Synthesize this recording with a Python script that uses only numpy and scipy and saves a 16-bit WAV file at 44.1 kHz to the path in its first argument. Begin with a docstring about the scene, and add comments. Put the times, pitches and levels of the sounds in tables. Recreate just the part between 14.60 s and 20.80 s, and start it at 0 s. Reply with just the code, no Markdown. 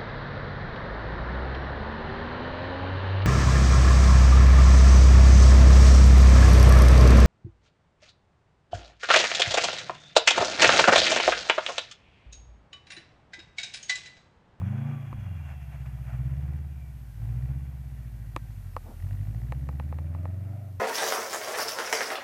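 """A snowy field, where a turbocharged flat-four car slides in circles, revving up and down.
The exhaust throbs in pairs of strong and weak puffs, each ringing the tailpipe into a growl.
Unburnt fuel ignites in sharp pops and, at the lowest revs, one soft whoof. The engine rasps and
crackles under load, gears and turbo whine faintly, and the spinning tyres throw grainy snow.
Under it all lies a bed of microphone hiss and low outdoor rumble."""
import sys
import numpy as np
from scipy import signal
from scipy.fft import rfft, irfft, next_fast_len
from scipy.io import wavfile
from scipy.ndimage import map_coordinates

SR = 44100
rng = np.random.default_rng(int(sys.argv[2]) if len(sys.argv) > 2 else 0)


def inscribe(sig):
    """Save sig as 16-bit PCM at rate SR to the path in sys.argv[1].

    A 1-D sig is mono; a 2-D sig holds one channel per row.
    Samples are clipped to [-1, 1] before scaling.
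    """
    pcm = np.round(np.clip(np.atleast_2d(sig).T, -1, 1) * 32767)
    wavfile.write(sys.argv[1], SR, pcm.astype(np.int16))


N = 273375

# the revs, four firings to an engine cycle: [time_s, firing_hz]
REVS = [(0.0, 86.4), (0.103, 100.9), (0.295, 116.4), (0.519, 105.8), (0.835, 78.1), (1.076, 65.34),
        (1.531, 59.9), (1.811, 70.86), (2.025, 74.46), (2.399, 60.54), (2.565, 52.25), (3.021, 69.1),
        (3.404, 59.57), (3.681, 53.5), (3.853, 53.47), (4.097, 44.83), (4.378, 39.2), (4.484, 48.62),
        (4.622, 49.16), (4.977, 64.84), (5.819, 94.34), (6.014, 99.4), (6.2, 90.86)]
# presses of the accelerator: [down_s, lifted_s, depth_fraction]
THROTTLE = [(-.06, 0.31, 0.95), (0.48, 0.7, 0.5), (1.12, 1.556, 0.32), (1.47, 1.947, 0.65),
            (2.553, 2.946, 0.65), (2.941, 4.12, 0.27), (4.348, 5.942, 0.61)]
# the car's nose turns away from the listener (0 is nose-on): [time_s, heading_deg]
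HEADING = [(0, 31), (1, 30), (2, 94.5), (4, 111), (5, 152), (5.82, 188), (6.2, 173)]

# How each layer rides the driving, from a base of coasting side-on at cruise speed:
# [base_db, full_load_db, revs_db_per_octave, nose_on_db]
BOOM_RIDE = (-41, 13.5, -9.5, 0)  # exhaust note at the firing rate
BARK_RIDE = (-54, 33.5, 1.5, 4.05)  # its octave
BURBLE_RIDE = (-43, 16, -19, 1.86)  # the unequal cylinder banks
OVERTONE_RIDE = (-62.5, 18, -2.5, -3)
GROWL_RIDE = (-67, 15.5, 0.5, -1.5)
RUSH_RIDE = (-69.5, 19, 3.5, -.5)
RASP_RIDE = (-67.5, 11.5, 1, 4.5)
CRACKLE_RIDE = (-79.5, 25, -9, -1.5)
SNOW_RIDE = (-68, 3, 0.5, 6.5)
WHINE_RIDE = (-68, -9, 6, 7)

# exhaust partials: [multiple_of_cycle_rate, gain_db]
EXHAUST_HARMONICS = [(3, 12), (4, 1.5), (5, 11.5), (7, 1), (8, 2), (9, -5), (11, -15.5), (12, 1),
                     (13, -9.5), (15, -16), (16, 0.5), (17, -21), (19, -11), (20, -5.5), (24, -11)]
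# open tailpipe's growl: [multiple_of_lowest_mode, gain_db]
GROWL_MODES = [(1, 5.5), (2, -7), (2.9, -13)]
# tyres bite into the snow: [centre_s, level_db, width_s]
SNOW_SPURTS = [(0.906, -54.5, 0.045), (1.144, -55, 0.026), (1.263, -48.5, 0.0058), (1.513, -52, 0.038)]
# meshing gear teeth: [multiple_of_firing_rate, gain_db]
GEAR_MESHES = [(10.3, -2), (29.35, -4.5), (35.2, -7.5)]
# rise and fall of the hiss: [time_s, relative_level_db]
HISS_FADER = [(0.0, -75), (0.43, -74), (1.42, -70), (2.05, -72), (2.66, -68.5), (3.05, -71), (4.42, -66.5),
              (5.61, -72.5), (6.2, -71)]
# exhaust pops; thud, mid (1-1.5 kHz) and high are trims: [start_s, level_db, thud_db, mid_db, high_db]
POPS = [(0.015, -34, 0, -3, -13), (.528, -32.5, 4, 4.5, -3.5), (3.7631, -19.5, 1, 5.5, 3.5),
        (4.165, -20, -14, 2, -5), (4.922, -26, -6, -6, 0), (5.089, -29, -14, -3, -1.5),
        (5.198, -28, -3, -4, -0.5), (5.325, -29.5, -21, -4, -7), (5.386, -34, 0, -3, -1),
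        (5.548, -34, -8, -2.5, -6), (5.654, -28.5, -6, -7, -6.5)]
# tailpipe's ring after a pop: [pitch_hz, gain_db, t60_s]
POP_MODES = [(504, -3.5, 0.026), (727, -2.5, 0.014), (848, -2.5, 0.027), (1068, 3, 0.014),
             (1261, -2.5, 0.017), (1840, -4, 0.012), (2280, -8.5, 0.012), (2640, -8.5, 0.008),
             (4100, -26, 0.016)]
# turbo whines, and at 2.21 s a brief gear whine on the overrun: [centre_s, width_s, pitch_hz, glide_hz_per_s,
# level_db]
GLIDING_WHINES = [(0.222, 0.29, 2390, -13, -69), (0.496, 0.45, 3310, -100, -72.5),
                  (0.849, 0.2, 2747, -300, -66), (2.21, 0.065, 2380, -1000, -67.5),
                  (3.579, 0.31, 1920, 1.5, -76.5)]

# Tone colours, as EQ curves: [frequency_hz, gain_db]
SILENCER_BOOM_EQ = [(40, -11), (55, -2.5), (72, 3.5), (90, 7.5), (110, 2.5), (135, -1), (155, -14),
                    (180, -15.5), (230, -24)]  # silencer on boom and bark
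SILENCER_BURBLE_EQ = [(40, -66), (70, -26.5), (100, -9), (125, 0), (145, 4), (170, -4), (195, -8),
                      (225, -4), (260, -3.5), (300, -8), (360, -9.5), (440, -31), (600, -4.5)]  # silencer on burble and overtones
RUSH_EQ = [(60, -26), (150, 13.5), (260, 2.5), (400, 1.5), (520, -3.5), (680, -5), (850, -12), (1200, -41),
           (3000, -66)]  # turbulence at the tailpipe
RASP_EQ = [(400, -23), (750, 3), (1000, 3), (1250, -1.5), (1500, 2), (1850, -7.5), (2300, -5), (3500, -34),
           (8000, -60)]  # engine rasp
SNOW_EQ = [(600, -5), (1500, 0), (2000, 4.5), (2400, -1), (2850, -3.5), (3300, -5.5), (4000, -27.5),
           (6500, -15.5), (9000, -34)]  # thrown snow
BODY_EQ = [(350, 0), (450, -8), (540, 3), (660, 1.5), (780, 0.5), (900, -4), (1750, -2), (1930, -1),
           (2120, -3.5), (2380, 1), (2550, -1.5), (2800, 3.5), (3050, -5), (3300, 1)]  # resonances of the engine bay and wheel wells
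GEARBOX_EQ = [(400, -9), (760, 1), (950, -30), (1160, 4), (1350, 7), (1620, 5), (2000, -17), (2250, -8),
              (2400, 5.5), (2550, -27), (3000, -22)]  # resonances of the gear housing
HISS_EQ = [(100, 19), (2000, 1.5), (4000, 2), (7500, 0), (10000, 1.5), (12500, 4), (14200, 5)]  # microphone hiss
WHOOF_EQ = [(100, -12), (190, 8), (238, 7.5), (300, -5.5), (550, -7.5), (850, -7.5), (1300, -18.5),
            (2200, -32), (5000, -43)]  # soft afterburn
CRACKLE_EQ = [(350, -28), (700, 8.5), (1200, -3.5), (1500, -6), (1900, 9), (2300, -7), (2750, -8),
              (3400, -22), (6000, -36)]
CRUNCH_EQ = [(250, -26), (650, 5.5), (1500, 5), (2500, -1), (3600, -24), (7000, -23), (11000, -35)]
RUMBLE_EQ = [(15, -29), (40, 6.5), (60, 7.5), (130, 3.5), (220, 0), (500, -56), (2000, -58)]

TIME_S = np.arange(N) / SR


def amp(db):
    """Decibels to gain."""
    return 10 ** (np.asarray(db) / 20)


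def unit(x):
    """Scale to rms 1."""
    return x / np.sqrt(np.mean(x ** 2) + 1e-20)


def eq_db(eq, hz):
    """An EQ curve's gain at hz, read on a log frequency axis."""
    knots_hz, gains_db = np.transpose(eq)
    return np.interp(np.log(hz + 1), np.log(knots_hz + 1), gains_db)


def automation(points):
    """Straight ramps through (time, value) points."""
    return np.interp(TIME_S, *np.transpose(points))


def wobble(rate):
    """A smooth random curve, rate knots a second."""
    return map_coordinates(rng.standard_normal(int(N * rate / SR) + 4), [TIME_S * rate])


def filtered(x, response):
    """Shape x by a gain that depends on frequency."""
    size = next_fast_len(N + 8192)
    return irfft(rfft(x, size) * response(np.fft.rfftfreq(size, 1 / SR)), size)[:N]


def noise(eq):
    """Coloured noise of rms 1."""
    return unit(filtered(rng.standard_normal(N), lambda hz: amp(eq_db(eq, hz))))


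def swell(centre_s, width_s):
    """A bell-shaped envelope."""
    return np.exp(-.5 * ((TIME_S - centre_s) / width_s) ** 2)


def engine_load(rise_s=0.044, fall_s=0.23):
    """Load, 0-1, builds quickly with each press of the accelerator and dies slowly after the lift."""
    load = np.zeros(N)
    for down_s, lifted_s, depth in THROTTLE:
        attack = 1 - np.exp(-np.maximum(TIME_S - down_s, 0) / rise_s)
        release = np.exp(-np.maximum(TIME_S - lifted_s, 0) / fall_s)
        load = np.maximum(load, depth * attack * release)
    return load


def driving(firing_hz, cruise_hz=60):
    """The controls that the levels ride: a constant, load, revs and facing."""
    octaves_above_cruise = np.log2(firing_hz / cruise_hz)
    nose_on = np.cos(np.radians(automation(HEADING)))
    return np.array([np.ones(N), engine_load(), octaves_above_cruise, nose_on])


def ride_db(ride, drive):
    """A layer's fader: the driving controls, weighted by its ride."""
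    return np.asarray(ride) @ drive


def firings(angle, firing_hz, lead_s):
    """Number and age in seconds of the latest firing, lead_s ahead of the boom through the silencer."""
    count = np.maximum(2 * angle / np.pi + lead_s * firing_hz, 0)
    return count.astype(int), (count % 1) / firing_hz


def exhaust_throb(angle, firing_hz, drive, flutter_db=2, wander_rad=0.52):
    """Two strong puffs, then two weak: harmonics of the engine cycle, coloured by the silencer."""
    out = np.zeros(N)
    for order, gain_db in EXHAUST_HARMONICS:
        hz = order * firing_hz / 4
        if order in (4, 8):
            ride = BOOM_RIDE if order == 4 else BARK_RIDE
            level_db = ride_db(ride, drive) + eq_db(SILENCER_BOOM_EQ, hz)
        else:
            ride = BURBLE_RIDE if order < 12 else OVERTONE_RIDE
            level_db = ride_db(ride, drive) + eq_db(SILENCER_BURBLE_EQ, hz)
        if order >= 12:
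            level_db += flutter_db * wobble(14)
        # a bank's two puffs lie a quarter cycle apart, which sets each harmonic's sign
        polarity = -np.sign(np.cos(np.pi * order / 4))
        # no two cycles are quite alike, so all but the firing note wander a little
        drift = 0 if order == 4 else wander_rad * wobble(5)
        out += polarity * amp(gain_db + level_db) * np.cos(order * angle + np.pi / 6 + drift)
    return out


def tailpipe_growl(angle, firing_hz, drive, t60_s=0.022, scatter_db=2, jitter=0.055, mode_ratio=6.81):
    """Each puff rings the open tailpipe at a slightly different pitch, loudest along the pipe's axis."""
    off_axis_deg = np.abs(180 - automation(HEADING))
    off_axis_loss_db = np.minimum(1.1 * off_axis_deg, 14.5)
    number, age_s = firings(angle, firing_hz, lead_s=0.008)
    strength, detune = rng.standard_normal((number.max() + 1, 2))[number].T
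    lowest_hz = mode_ratio * firing_hz * (1 + jitter * detune)
    ring = sum(amp(db) * np.sin(2 * np.pi * ratio * lowest_hz * age_s) for ratio, db in GROWL_MODES)
    envelope = age_s * amp(scatter_db * strength - 60 * age_s / t60_s)
    return amp(ride_db(GROWL_RIDE, drive) - off_axis_loss_db) * unit(ring * envelope)


def rush_and_rasp(angle, drive, pulse_depth=0.32, grain_db=1.5):
    """Breathy tailpipe turbulence and rough engine rasp, both pumping with the firings."""
    pulse = np.exp(pulse_depth * np.cos(4 * angle + np.pi / 6))
    rush = unit(noise(RUSH_EQ) * pulse)
    rasp = unit(noise(RASP_EQ) * np.sqrt(pulse) * amp(grain_db * wobble(83)))
    return amp(ride_db(RUSH_RIDE, drive)) * rush + amp(ride_db(RASP_RIDE, drive)) * rasp


def engine_crackle(angle, firing_hz, drive, accent_db=4, scatter_db=0.7, t60_s=0.021):
    """Under load every firing gives a short crack; one cylinder of the four hits hardest."""
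    number, age_s = firings(angle, firing_hz, lead_s=0.0058)
    hit_db = scatter_db * rng.standard_normal(number.max() + 1)[number]
    hit_db += accent_db * (number % 4 == 3)
    envelope = amp(hit_db - 60 * age_s / t60_s)
    return amp(ride_db(CRACKLE_RIDE, drive)) * unit(envelope * noise(CRACKLE_EQ))


def tyre_spray(drive, clump_db=2, grain_db=1.5):
    """Spinning tyres throw grainy snow, with crunchy spurts where they bite."""
    grains = unit(amp(clump_db * wobble(45) + grain_db * wobble(500)))
    spurts = sum(amp(db) * swell(centre_s, width_s) for centre_s, db, width_s in SNOW_SPURTS)
    crunch = spurts * noise(CRUNCH_EQ)
    spray = amp(ride_db(SNOW_RIDE, drive)) * noise(SNOW_EQ)
    return grains * (spray + crunch)


def gear_whine(angle, firing_hz, drive, flicker_db=2.5, waver_rad=0.8):
    """Meshing teeth track the revs and sing out where they cross a resonance of the housing."""
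    fader_db = ride_db(WHINE_RIDE, drive)
    out = np.zeros(N)
    for ratio, gain_db in GEAR_MESHES:
        level_db = fader_db + gain_db + eq_db(GEARBOX_EQ, ratio * firing_hz) + flicker_db * wobble(12)
        out += amp(level_db) * np.sin(ratio * 4 * angle + waver_rad * wobble(50))
    return out


def background_bed(hiss_trim_db=7.5, rumble_db=-59, bump_db=-45):
    """Microphone hiss over a low outdoor rumble, which swells once into a dull bump."""
    bump = amp(bump_db) * swell(centre_s=0.573, width_s=0.07)
    rumble = (amp(rumble_db) + bump) * noise(RUMBLE_EQ)
    hiss = amp(automation(HISS_FADER) + hiss_trim_db) * noise(HISS_EQ)
    return hiss + rumble


def gliding_whines(flutter_hz=170):
    """Air through the turbo sings in narrow, breathy bands that glide; one brief band is the gears whining on
    the overrun."""
    out = np.zeros(N)
    for centre_s, width_s, pitch_hz, glide_hz_per_s, level_db in GLIDING_WHINES:
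        phase = 2 * np.pi * np.cumsum(pitch_hz + glide_hz_per_s * (TIME_S - centre_s)) / SR
        band = unit(wobble(flutter_hz) * np.cos(phase) + wobble(flutter_hz) * np.sin(phase))
        out += amp(level_db) * swell(centre_s, width_s) * band
    return out


def tailpipe_ring(age_s, mid_db, high_db, attack_s=0.00025):
    """A bang sets the pipe's modes ringing briefly; the peak is scaled to 1."""
    ring = np.zeros(len(age_s))
    for i, (hz, gain_db, t60_s) in enumerate(POP_MODES):
        trim_db = 0 if hz < 1000 else mid_db if hz < 1500 else high_db
        envelope = amp(gain_db + trim_db + rng.normal() - 60 * age_s / t60_s)
        ring += (-1) ** i * envelope * np.sin(2 * np.pi * hz * age_s)
    ring *= 1 - np.exp(-age_s / attack_s)
    return ring / np.abs(ring).max()


def exhaust_pops(crack_t60_s=0.0067, thud_hz=320, thud_t60_s=0.019, echo_s=0.0099, echo_db=-21):
    """Unburnt fuel ignites: a crack and a pipe ring over a low thud, with one weak reflection."""
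    out = np.zeros(N + SR)
    age_s = np.arange(SR // 10) / SR
    lowpass = signal.butter(1, 1900, fs=SR)
    loudest_db = max(row[1] for row in POPS)
    for start_s, level_db, thud_db, mid_db, high_db in POPS:
        ring = tailpipe_ring(age_s, mid_db, high_db)
        # stronger bangs steepen into a sharper shock front
        shock_db = high_db - 6 + 0.16 * (level_db - loudest_db)
        burst = amp(shock_db - 60 * age_s / crack_t60_s) * rng.standard_normal(len(age_s))
        crack = signal.lfilter(*lowpass, burst)
        thud_envelope = amp(thud_db - 60 * age_s / thud_t60_s) * (1 - np.exp(-age_s * thud_hz))
        thud = thud_envelope * np.sin(2 * np.pi * thud_hz * age_s)
        bang = amp(level_db) * (ring + crack + thud)
        out[round(start_s * SR):][:len(bang)] += bang
        out[round((start_s + echo_s) * SR):][:len(bang)] += amp(echo_db) * bang
    return out[:N]


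def afterburn_whoof(level_db=-46):
    """A soft, slow afterburn at the lowest revs."""
    return amp(level_db) * swell(centre_s=4.295, width_s=0.037) * noise(WHOOF_EQ)


def scene():
    """The car and its surroundings, mixed in mono."""
    firing_hz = automation(REVS)
    # one turn per engine cycle; zero lies between the two strong puffs
    angle = 2 * np.pi * (0.29 + np.cumsum(firing_hz) / SR / 4)
    drive = driving(firing_hz)
    grit = rush_and_rasp(angle, drive) + engine_crackle(angle, firing_hz, drive) + tyre_spray(drive)
    body = filtered(grit, lambda hz: amp(eq_db(BODY_EQ, hz)))
    exhaust = exhaust_throb(angle, firing_hz, drive) + tailpipe_growl(angle, firing_hz, drive)
    backfires = exhaust_pops() + afterburn_whoof()
    whines = gear_whine(angle, firing_hz, drive) + gliding_whines()
    return (exhaust + backfires + body + whines + background_bed())[None]


def record(dry, cutoff_hz=14400):
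    """A brick-wall low-pass takes the very top off the mix."""
    return filtered(dry[0], lambda hz: hz < cutoff_hz)[None]


dry = scene()
out = record(dry)
inscribe(out)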